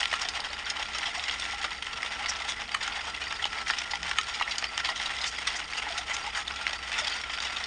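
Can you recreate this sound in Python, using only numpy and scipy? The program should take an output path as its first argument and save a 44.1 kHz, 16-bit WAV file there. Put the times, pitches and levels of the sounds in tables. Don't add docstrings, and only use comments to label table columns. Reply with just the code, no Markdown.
import sys
import numpy as np
from scipy import signal
from scipy.fft import rfft, irfft
from scipy.io import wavfile
from scipy.ndimage import uniform_filter1d

SR = 44100
rng = np.random.default_rng(int(sys.argv[2]) if len(sys.argv) > 2 else 0)


def to_wav(s):
    ch = np.atleast_2d(s).T
    pcm = np.round(np.clip(ch, -1, 1) * 32767)
    wavfile.write(sys.argv[1], SR, pcm.astype(np.int16))


N = 337806
T = np.arange(N) / SR

# frequency_hz, gain_db
CASING_TONE = [(100, -31.5), (300, -9), (520, -7.5), (720, 0), (1100, -1.5), (1550, -2.5), (2300, -1),
               (3000, 1.5), (3600, 0), (4200, -6), (5600, -4.5), (6100, -16), (7600, -17.5), (9300, -22.5)]
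# pitch_hz, width_hz, lift_db
CASING_RINGS = [(686, 32, 1), (824, 53, 4.5), (1366, 230, 3.5), (1978, 390, 6), (2620, 23, 0),
                (4710, 160, 2.5), (6645, 890, 9.5), (8682, 710, 9.5)]
# time_s, buckets_per_s
BELT_SPEED = [(0, 8.36), (1.4, 10.2), (1.8, 7.97), (4, 8.45), (5.3, 7.67), (5.7, 8.05), (6.8, 8.12),
              (7.2, 9.5), (7.66, 11.1)]
# time_s, level_db, brightness_db
BUCKET_LOAD = [(0, -35, 2), (.5, -38.5, -3.5), (1.05, -36.5, 0.5), (1.6, -37, 2.5), (1.85, -39.5, -1.5),
               (2.35, -35.5, -1.5), (2.7, -38.5, -2.5), (3.1, -37.5, -0.5), (3.6, -37.5, -1), (3.8, -37, 1),
               (4.6, -37, -1.5), (5.22, -35, 1.5), (5.65, -37, 1), (6.3, -37, 0), (6.83, -38, -1.5),
               (6.97, -35, 2), (7.25, -38, -1), (7.66, -37.5, 0.5)]
# middle_s, depth_db, half_length_s
GRIT_LULLS = [(.006, -2.5, .02), (0.084, 4, 0.027), (0.17, 1.5, 0.02), (.32, 8, 0.013), (0.422, 3, 0.015),
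              (0.893, 4.5, 0.022), (1.106, 6.5, 0.015), (1.807, 4, 0.029), (1.897, 4, .012),
              (1.95, 6, 0.0093), (2.094, 6.5, 0.011), (2.432, 7, 0.0085), (2.554, 9, 0.01),
              (2.67, 3.5, 0.025), (2.79, 8, 0.012), (3.123, 7, 0.015), (3.497, 5, 0.023),
              (3.657, 5.5, 0.024), (3.725, 5, .015), (3.86, 1.5, 0.018), (4.016, 7, 0.015), (4.21, 8, .012),
              (4.315, 2.5, .012), (4.453, 3, 0.012), (4.705, 7.5, 0.013), (4.823, 10, 0.0094),
              (4.944, 6.5, 0.017), (5.147, 2, 0.01), (5.308, 7, 0.022), (5.668, 5.5, 0.036),
              (5.81, 22, 0.005), (5.944, 3.5, 0.018), (6.054, 7, 0.019), (6.313, 9, 0.0075),
              (6.443, 7.5, 0.017), (6.555, -1, .014), (6.702, 1, .028), (6.806, 7, 0.026),
              (6.91, -0.5, 0.033), (7.105, -1, 0.021), (7.255, 0.5, 0.014), (7.387, 3.5, 0.021),
              (7.59, 2, 0.0066)]
# time_s, pitch_hz, level_db
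GEAR_WHINE = [(0, 1348, -49), (.15, 1384, -48), (.52, 1356, -50), (.66, 1392, -48), (.8, 1356, -47),
              (1.2, 1420, -56), (1.58, 1358, -45.5), (1.85, 1337, -54), (1.97, 1356, -45.5),
              (2.1, 1369, -48), (2.38, 1321, -47), (2.66, 1390, -52), (2.92, 1386, -50), (3.2, 1352, -49),
              (3.38, 1326, -48), (3.48, 1319, -48), (3.6, 1350, -41), (3.78, 1401, -51.5),
              (4.25, 1354, -44), (4.6, 1375, -50.5), (4.8, 1350, -44.5), (4.95, 1385, -48),
              (5.18, 1340, -47), (5.4, 1379, -52), (5.88, 1301, -54), (5.98, 1367, -43), (6.06, 1328, -52),
              (6.18, 1380, -42), (6.26, 1304, -50), (6.44, 1277, -48), (6.62, 1390, -45), (6.8, 1337, -50),
              (6.98, 1430, -52), (7.19, 1405, -48), (7.28, 1374, -42.5), (7.44, 1355, -48),
              (7.56, 1400, -44.5), (7.66, 1425, -52)]
# frequency_hz, gain_db
AIR_TONE = [(20, -5.5), (34, 3.5), (52, 4), (90, -2), (130, -6), (185, -7), (260, -7.5), (310, -2),
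            (350, -11.5), (450, -3), (1000, -53), (9000, -22)]
# pitch_hz, gain_db
BUCKET_RINGS = [(1740, -3), (1980, 3), (2620, -5), (2950, -3), (3250, -10), (3520, -4), (4700, -0.5),
                (5450, -6.5)]
# time_s, level_db, centre_hz, sharpness_q, splinters_db
GRANULE_SNAPS = [(.0136, -29, 1890, 0.57, -12), (.0306, -25, 2680, 1.2, -10), (.052, -42, 4500, 0.91, -20),
                 (.0566, -25.5, 2600, 1, -26), (.1285, -26, 1270, 0.2, -1), (.138, -32, 900, 0.97, -16),
                 (.196, -37, 2000, 1, -15), (.2875, -29, 5400, 1.9, -20), (.404, -33, 4200, 1.3, -14),
                 (.532, -35.5, 3500, .55, -19), (.768, -37.5, 3014, .5, -14), (.886, -38.5, 1700, 1.1, -15),
                 (.985, -32, 6050, 0.48, -14), (1.196, -32, 2990, 3.7, -16),
                 (1.2825, -30.5, 3465, 1.2, -16), (1.2966, -28.5, 3400, 7.6, -15),
                 (1.3116, -32, 2820, .6, -15), (1.3435, -42, 2400, 1.1, -17),
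                 (1.422, -32.5, 2500, .88, -15), (1.453, -32.5, 2060, 0.7, -15),
                 (1.633, -35, 2900, .59, -13), (1.8678, -36.5, 4700, .28, -16),
                 (2.0305, -28.5, 1598, 0.15, -16), (2.049, -35, 1660, .48, -13),
                 (2.1215, -39, 2700, .8, -17), (2.2598, -29.5, 2540, 2, -18), (2.521, -35, 2500, .46, -17),
                 (2.619, -35, 1780, 0.57, -11), (2.6925, -37, 2400, 0.87, -17),
                 (2.8782, -29, 3530, 0.53, -11), (3.269, -35, 1930, 6.3, -18),
                 (3.3259, -31, 2000, 1.4, -17), (3.4425, -24.5, 2950, 3.9, -20),
                 (3.455, -28.3, 1000, 0.18, -15), (3.531, -32.5, 1800, 1.5, -12.5),
                 (3.670, -32, 1910, 2.9, -10), (3.6935, -31, 3500, .6, -8), (3.701, -23.5, 1630, 3, -28),
                 (3.736, -29, 2600, 1.4, -15), (3.8176, -36, 2420, .95, -15), (3.935, -28, 1050, .81, -1),
                 (3.956, -32.5, 2300, .93, -15), (4.0305, -31.5, 3630, 0.64, -15),
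                 (4.1133, -27, 1870, 1.6, -12), (4.2132, -33, 4870, .7, -13),
                 (4.3988, -34, 2600, 0.63, -12), (4.4117, -25, 1070, 3.1, -18),
                 (4.4228, -28.5, 2750, 4.9, -12), (4.4774, -31, 2100, 5.4, -7),
                 (4.5834, -28, 5400, 2.5, -13), (4.626, -35, 1031, 0.85, -24),
                 (4.6424, -27.5, 3600, 3.2, -13), (4.735, -43, 2600, .8, -9), (4.7785, -27, 3800, .5, -26),
                 (4.9987, -31, 1380, 0.98, -9), (5.017, -35.5, 2400, .8, -18), (5.095, -35, 2110, .8, -19),
                 (5.419, -44, 3210, 0.69, -15), (5.594, -33.5, 3000, .53, -5),
                 (5.7343, -33.5, 2995, 1.9, -12), (5.8905, -37, 4800, 1.2, -14),
                 (5.9233, -36, 3327, 1.4, -15), (6.0975, -34, 1800, 0.89, -15),
                 (6.1675, -33.5, 4200, 1.2, -20), (6.4049, -36.5, 2544, .58, -17.5),
                 (6.509, -32.5, 1597, 1.3, -15), (6.6677, -24, 2420, 2.1, -34),
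                 (6.6783, -34, 2595, 1.04, -21), (6.6935, -34, 2200, .7, -7), (6.709, -36, 3300, .74, -10),
                 (6.7495, -40, 1900, 1.7, -12), (6.828, -38.5, 2100, 1, -17), (6.9195, -35, 3000, .7, -16),
                 (6.9415, -34, 2700, 1, -20), (7.082, -31, 3810, .7, -19), (7.098, -36, 5000, 1, -17),
                 (7.376, -35, 2100, 1.5, -16), (7.3858, -33, 2100, 0.79, -20), (7.4032, -32, 4400, 1.1, -8),
                 (7.4375, -37, 4200, .6, -24), (7.5055, -38, 2100, 1.2, -18)]
# start_s, level_db, centre_hz, sharpness_q, length_s
CLUMP_CRUNCHES = [(.033, -34, 3800, 1.7, 0.0065), (.073, -37.5, 3980, .8, 0.0098),
                  (.111, -32, 3500, .6, 0.008), (.211, -31.5, 2200, 0.68, 0.026),
                  (.244, -30.5, 1850, 0.92, 0.015), (.342, -30.5, 2350, 0.46, 0.024),
                  (.367, -37, 2600, 1, 0.0097), (.585, -35, 4500, 0.87, 0.012),
                  (.658, -31, 2620, 1.6, 0.017), (.788, -31.5, 2400, 0.47, 0.021),
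                  (.435, -29.5, 2350, 0.62, 0.026), (.697, -27, 4250, 3.3, 0.0092),
                  (.824, -30, 3000, 1, 0.0072), (.939, -28.5, 2060, 0.27, 0.026),
                  (1.027, -29.5, 1970, 1.1, 0.013), (1.052, -26.5, 3320, 0.68, 0.025),
                  (1.137, -30, 4150, 0.19, 0.03), (1.233, -31.5, 3900, 0.82, 0.013),
                  (1.283, -33, 3700, 0.77, 0.0085), (1.395, -34, 5410, 0.99, 0.0056),
                  (1.638, -25.5, 1290, 0.3, 0.013), (1.712, -39, 3000, .8, 0.0099),
                  (2.056, -32.5, 2500, 0.55, 0.014), (2.197, -40, 1900, 1.1, .013),
                  (2.384, -40, 2700, 0.74, 0.0095), (1.821, -31, 2900, 0.69, 0.0069),
                  (2.235, -33, 1848, 0.55, 0.014), (1.926, -32.5, 2300, 0.64, 0.011),
                  (2.415, -32, 2300, 0.48, 0.012), (2.474, -26, 4860, 0.73, 0.036),
                  (2.806, -33, 2400, 0.78, 0.0096), (2.824, -29.5, 4340, 1.4, 0.013),
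                  (2.837, -33.5, 1490, 0.33, 0.018), (3.064, -31, 2060, 0.38, 0.03),
                  (2.918, -35.5, 2200, 1.2, 0.011), (2.956, -35, 2190, 0.87, .012),
                  (2.988, -33.5, 1600, 0.89, 0.01), (3.141, -33.5, 2800, 1, 0.011),
                  (3.211, -30, 2590, 2.8, 0.016), (3.391, -33, 2010, 3.8, 0.0071),
                  (3.419, -30, 3300, 0.34, 0.013), (3.304, -32.5, 1600, 0.91, .01),
                  (3.456, -43, 2200, 0.6, 0.011), (3.677, -30, 3900, 0.7, 0.009),
                  (3.702, -27, 2100, 0.31, 0.0076), (3.781, -30, 3000, 1.1, 0.0082),
                  (4.064, -37, 1690, .8, .01), (4.091, -35, 5390, 0.79, 0.0051),
                  (4.271, -29.5, 1800, .25, 0.037), (4.335, -30.5, 3220, 1.1, 0.021),
                  (4.506, -27.5, 3900, 2.8, 0.016), (4.797, -30, 2190, 1.93, 0.0068),
                  (4.841, -24.5, 2900, 0.72, 0.022), (4.881, -25.5, 1490, 0.31, 0.017),
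                  (5.055, -28.5, 4125, 1.6, 0.011), (5.21, -31, 5160, 1.6, 0.012),
                  (5.234, -27.5, 3320, 0.74, 0.014), (4.954, -31, 4200, 0.91, 0.017),
                  (5.468, -23.5, 7510, 0.2, 0.012), (5.378, -32.5, 3175, 0.34, 0.014),
                  (5.494, -37, 2000, .8, .01), (5.862, -38, 1700, .8, 0.0099),
                  (5.769, -27, 3800, 0.2, 0.023), (5.974, -27.5, 5700, 0.46, 0.014),
                  (6.095, -28, 2846, 0.43, 0.035), (6.234, -33, 869.2, 0.25, 0.021),
                  (6.346, -30.5, 2430, .7, .011), (6.354, -26, 3206, 0.32, 0.037),
                  (6.608, -36.5, 3600, 0.64, .01), (6.474, -30, 4490, 1.9, 0.0064),
                  (6.728, -30.5, 2860, 0.66, 0.0082), (6.919, -27, 2680, 4.4, 0.085),
                  (6.978, -24.5, 2790, 0.19, 0.024), (7.044, -31, 3770, 1.18, 0.0062),
                  (7.066, -28.5, 4340, 0.99, 0.011), (7.117, -31, 3000, 0.91, 0.016),
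                  (7.154, -34, 2600, .7, 0.019), (7.235, -33.5, 2000, 0.57, 0.0079),
                  (7.293, -32.5, 1960, 1.8, 0.0083), (7.328, -31, 3170, 0.96, 0.019),
                  (7.422, -33, 3403, .6, 0.012), (7.444, -29.5, 2800, 0.62, 0.015),
                  (7.465, -32.5, 1700, .7, 0.013), (7.56, -29.5, 3644, 1.23, .011),
                  (7.636, -32, 4530, 2.45, 0.0067)]
# time_s, level_db, creak_db, centre_hz
BUCKET_CLACKS = [(0.139, -27, -31, 3500), (2.7489, -22.5, -0.5, 5200), (4.1859, -20, -27, 4400)]
# pitch_hz, width_hz, gain_db
CLACK_RINGS = [(1280, 140, 6), (1800, 250, -3), (2400, 620, -6), (2930, 180, 3.5), (3520, 290, -10),
               (4020, 150, -2), (6350, 180, 3.5), (7300, 340, -11), (8200, 2400, -11.5)]
# start_s, level_db, centre_hz, length_s
WALL_SCRAPES = [(0.211, -30.5, 5250, 0.012), (0.284, -35, 5150, 0.013), (2.28, -25.5, 5400, 0.027),
                (3.779, -32, 5300, 0.014), (3.905, -32.5, 4360, 0.014), (4.344, -39, 4750, 0.018),
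                (5.248, -29.5, 5400, 0.049), (5.546, -34, 5600, 0.033), (6.13, -33, 5800, 0.021),
                (7.068, -38, 5140, 0.018), (7.417, -38, 5530, 0.013)]
# start_s, level_db, pitch_hz
BUCKET_KNOCKS = [(.38, -43.5, 584), (.5, -46, 606), (1.075, -41, 708), (1.17, -37, 745), (1.53, -36, 814),
                 (1.6, -39.5, 802), (2.205, -36.5, 824), (2.245, -44, 700), (2.87, -39, 770),
                 (4.412, -31, 1915), (4.421, -32, 2800), (4.905, -37, 682), (5.865, -33.5, 877),
                 (5.9, -37, 660), (5.985, -40, 720), (6.27, -34.5, 910), (6.985, -36, 800),
                 (7.015, -39, 603)]


def undb(db):
    return 10 ** (np.asarray(db) / 20)


def level(x, db):
    return x * undb(db) / np.sqrt(np.mean(x ** 2))


def curve(table):
    times, *columns = np.transpose(table)
    return [np.interp(T, times, column) for column in columns]


def wobble(per_s):
    hold = int(SR / per_s)
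    steps = np.repeat(rng.standard_normal(N // hold + 1), hold)
    return level(uniform_filter1d(uniform_filter1d(steps, hold), hold)[:N], 0)


def bins(size):
    return np.maximum(np.fft.rfftfreq(size, 1 / SR), 1)


def tone_db(table, hz):
    table_hz, db = np.transpose(table)
    return np.interp(np.log(hz), np.log(table_hz), db)


def band(hz, centre_hz, q):
    return 1 / (1 + 1j * q * (hz / centre_hz - centre_hz / hz))


def add(out, start_s, sound):
    i = int(np.clip(start_s * SR, 0, N - 1))
    out[i:i + len(sound)] += sound[:N - i]


def grit(samples, per_s, spread_db):
    chance, size = rng.random(samples), rng.standard_normal(samples)
    direction = np.sign(rng.standard_normal(samples))
    return (chance < per_s / SR) * direction * undb(spread_db * np.clip(size, -2, 2))


def casing_ring(size=4096, travel_s=.0013):
    hz = bins(size)
    peaks_db = sum(lift / (1 + (2 * (hz - pitch) / width) ** 2) for pitch, width, lift in CASING_RINGS)
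    cepstrum = irfft(np.log(undb(tone_db(CASING_TONE, hz) + peaks_db)))
    cepstrum[1:size // 2] *= 2
    cepstrum[size // 2 + 1:] = 0
    bending = 4 * np.pi * travel_s * np.sqrt(1000 * hz)
    return irfft(np.exp(rfft(cepstrum) - 1j * bending))


def strike(ring, force, db, centre_hz, q, scatter_db=-15, scatter_s=0.0023):
    size = len(ring)
    reflections = undb(scatter_db) * rng.standard_normal(size) * np.exp(-np.arange(size) / SR / scatter_s)
    reflections[0] = 1
    hit = irfft(rfft(force, size) * rfft(reflections) * rfft(ring) * band(bins(size), centre_hz, q))
    return hit * undb(db) / np.sqrt(np.sum(hit ** 2) / (SR / 100) + 1e-18)


def buckets_passed(first_scoop_s=.014):
    per_s, = curve(BELT_SPEED)
    return np.cumsum(per_s) / SR - first_scoop_s * per_s[0]


def load_db(lift_db=0.73):
    dips_db = sum(depth * np.exp(-((T - s) / half) ** 2) for s, depth, half in GRIT_LULLS)
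    return curve(BUCKET_LOAD)[0] + lift_db - dips_db


def digging_db(scoop_db=1.05, lull_db=0.5, lull_sharpness=2.1):
    between = np.abs(np.sin(np.pi * buckets_passed()))
    return load_db() + scoop_db - lull_db * between ** lull_sharpness


def dragging(ring, gain_db=-2.5, jerk_db=2.5, flurry_db=1.5, swell_limit=1.13):
    bright_db = curve(BUCKET_LOAD)[1]
    jerks = jerk_db * np.minimum(wobble(110), swell_limit)
    rubbing = 0
    for hz, q, size_db, bright_share in [(903, 1.0, 0.5, -0.55),
                                         (1930, 0.99, -1.0, -0.082),
                                         (6270, 0.36, -3.5, 0.6)]:
        force = grit(N, per_s=2600, spread_db=4.5)
        flurries = flurry_db * np.minimum(wobble(60), swell_limit)
        force *= undb(size_db + jerks + bright_share * bright_db + flurries)
        rubbing += irfft(rfft(force) * band(bins(N), hz, q), N)
    return level(signal.fftconvolve(rubbing, ring)[:N], gain_db) * undb(digging_db())


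def tone(hz, db, flutter_db, flutter_per_s):
    wave = np.sin(2 * np.pi * np.cumsum(hz) / SR)
    return level(wave * undb(flutter_db * wobble(flutter_per_s)), db)


def motor(whine_to_drone=21.3, waver=0.0074, roughness=0.01103):
    tooth_hz, mesh_db = curve(GEAR_WHINE)
    whine_hz = tooth_hz * (1 + roughness * wobble(130) + waver * wobble(24))
    whine = undb(mesh_db) * tone(whine_hz, db=-.5, flutter_db=2.5, flutter_per_s=55)
    drone_hz = tooth_hz / whine_to_drone * (1 + 0.0441 * wobble(22))
    return whine + tone(drone_hz, db=-56, flutter_db=1.9, flutter_per_s=40)


def background(hum_hz=218, air_db=-52.5):
    air = irfft(rfft(rng.standard_normal(N)) * undb(tone_db(AIR_TONE, bins(N))), N)
    hum = tone(hum_hz * (1 + 0.00805 * wobble(14)), db=-65.5, flutter_db=0, flutter_per_s=5.9)
    return level(air, air_db) + hum


def ticks(ring, count=600, gain_db=-6.5, spread_db=0.8, detune=0.045, width_hz=80):
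    out, dig_db = np.zeros(N), digging_db()
    picks = rng.random((count, 2))
    variations = np.clip(rng.standard_normal((count, 2)), -2, 1.7)
    for (when, which), (size, off_pitch) in zip(picks, variations):
        hz, ring_db = BUCKET_RINGS[int(which * len(BUCKET_RINGS))]
        db = dig_db[int(when * N)] + gain_db + ring_db + spread_db * size
        tick = strike(ring, np.ones(1), db, hz * (1 + detune * off_pitch), hz / width_hz)
        add(out, when * N / SR, tick)
    return out


def caught_grit(per_bucket, gain_db, spread_db, centre_hz, octaves, scatter_buckets):
    passed, grit_db, bright_db = buckets_passed(), load_db(), curve(BUCKET_LOAD)[1]
    rows = []
    for k, (when, size, place) in enumerate(rng.uniform(-1, 1, (100 * per_bucket, 3))):
        i = np.searchsorted(passed, k // per_bucket + scatter_buckets * when)
        if 0 < i < N:
            hz = centre_hz * undb(bright_db[i]) * 2 ** (octaves * place)
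            rows.append((i / SR, grit_db[i] + gain_db + spread_db * size, hz))
    return rows


def snaps(ring, lead_s=.006, build_up_s=0.00072, splinter_s=0.0031, small_q=1.2, small_splinters_db=-15):
    out, release = np.zeros(N), int(lead_s * SR)
    t = (np.arange(len(ring)) - release) / SR
    fade = np.exp(-np.abs(t) / np.where(t < 0, build_up_s, splinter_s))
    peak_s = (np.argmax(np.abs(ring)) + release) / SR
    caught = caught_grit(2, gain_db=-3.5, spread_db=2, centre_hz=3180, octaves=1, scatter_buckets=.5)
    small = [(*row, small_q, small_splinters_db) for row in caught]
    for time_s, db, hz, q, splinters_db in list(GRANULE_SNAPS) + small:
        force = undb(splinters_db) * fade * grit(len(t), per_s=13000, spread_db=-1.5)
        force[release] = 1
        add(out, time_s - peak_s, strike(ring, force, db, hz, q, scatter_db=-16))
    return out


def crunches(ring, rise=0.4, fall=1.57, small_q=0.51, small_s=.008):
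    out, t = np.zeros(N), np.arange(len(ring)) / SR
    caught = caught_grit(3, gain_db=-3.5, spread_db=-.5, centre_hz=3230, octaves=.41, scatter_buckets=.38)
    small = [(time_s - small_s, db, hz, small_q, small_s) for time_s, db, hz in caught]
    for start_s, db, hz, q, length_s in list(CLUMP_CRUNCHES) + small:
        age = t / length_s
        pressure = np.minimum(age / rise, 1) * np.exp(-age ** fall)
        force = pressure * grit(len(t), per_s=4800, spread_db=3)
        add(out, start_s, strike(ring, force, db, hz, q))
    return out


def clacks(ring, creak_s=0.0029, settle_s=0.0031, settle_db=-14):
    out, contact, hz = np.zeros(N), len(ring) // 16, bins(len(ring))
    t = (np.arange(len(ring)) - contact) / SR
    resonances = sum(undb(db) * band(hz, pitch, pitch / width) for pitch, width, db in CLACK_RINGS)
    body = irfft(rfft(ring) * resonances)
    peak_s = (np.argmax(np.abs(body)) + contact) / SR
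    fade = np.exp(-np.abs(t) / np.where(t < 0, creak_s, settle_s))
    for time_s, db, creak_db, centre_hz in BUCKET_CLACKS:
        chatter = undb(np.where(t < 0, creak_db, settle_db)) * fade
        force = chatter * grit(len(t), per_s=9000, spread_db=1.5)
        force[contact] = 1
        add(out, time_s - peak_s, strike(body, force, db, centre_hz, q=0.22, scatter_db=-20))
    return out


def scrapes(ring, rise=0.51, fall=9, q=3.3, hiss_db=-0.2, casing_db=-11):
    out, t = np.zeros(N), np.arange(len(ring)) / SR
    for start_s, db, hz, length_s in WALL_SCRAPES:
        age = t / length_s
        pressure = np.minimum(age / rise, 1) * np.exp(-np.minimum(age, 2) ** fall)
        force = pressure * grit(len(t), per_s=8200, spread_db=-2.5)
        granule = irfft(band(bins(len(t)), hz, q))
        hiss = strike(granule, force, db + hiss_db, hz, q)
        add(out, start_s, hiss + strike(ring, force, db + casing_db, hz, q=0.72))
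    return out


def knocks(ring, scrape_s=0.0086):
    out, t = np.zeros(N), np.arange(len(ring)) / SR
    for start_s, db, hz in BUCKET_KNOCKS:
        force = np.exp(-t / scrape_s) * grit(len(t), per_s=4600, spread_db=2.5)
        add(out, start_s, strike(ring, force, db, hz, q=22))
    return out


def thud(middle_s=4.02, pitch_hz=170, half_length_s=0.05, db=-55):
    rumble = irfft(rfft(rng.standard_normal(N)) * band(bins(N), pitch_hz, q=5) ** 2, N)
    return level(rumble, db) * np.exp(-((T - middle_s) / half_length_s) ** 2)


def trough(sound, die_away_s=0.12, echo_db=-13, gap_s=0.009):
    t = np.arange(SR // 4) / SR
    echoes = rng.standard_normal(len(t)) * undb(-60 * t / die_away_s) * (t > gap_s)
    echoes /= np.sqrt(np.sum(echoes ** 2))
    return sound + undb(echo_db) * signal.fftconvolve(sound, echoes)[:N]


def scene():
    ring = casing_ring()
    rattle = clacks(ring) + snaps(ring) + crunches(ring) + scrapes(ring) + knocks(ring) + ticks(ring)
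    return (dragging(ring) + trough(rattle) + motor() + background() + thud())[None]


def record(dry, top_hz=9550):
    return signal.sosfilt(signal.ellip(12, .3, 75, top_hz, fs=SR, output="sos"), dry)


dry = scene()
out = record(dry)
to_wav(out)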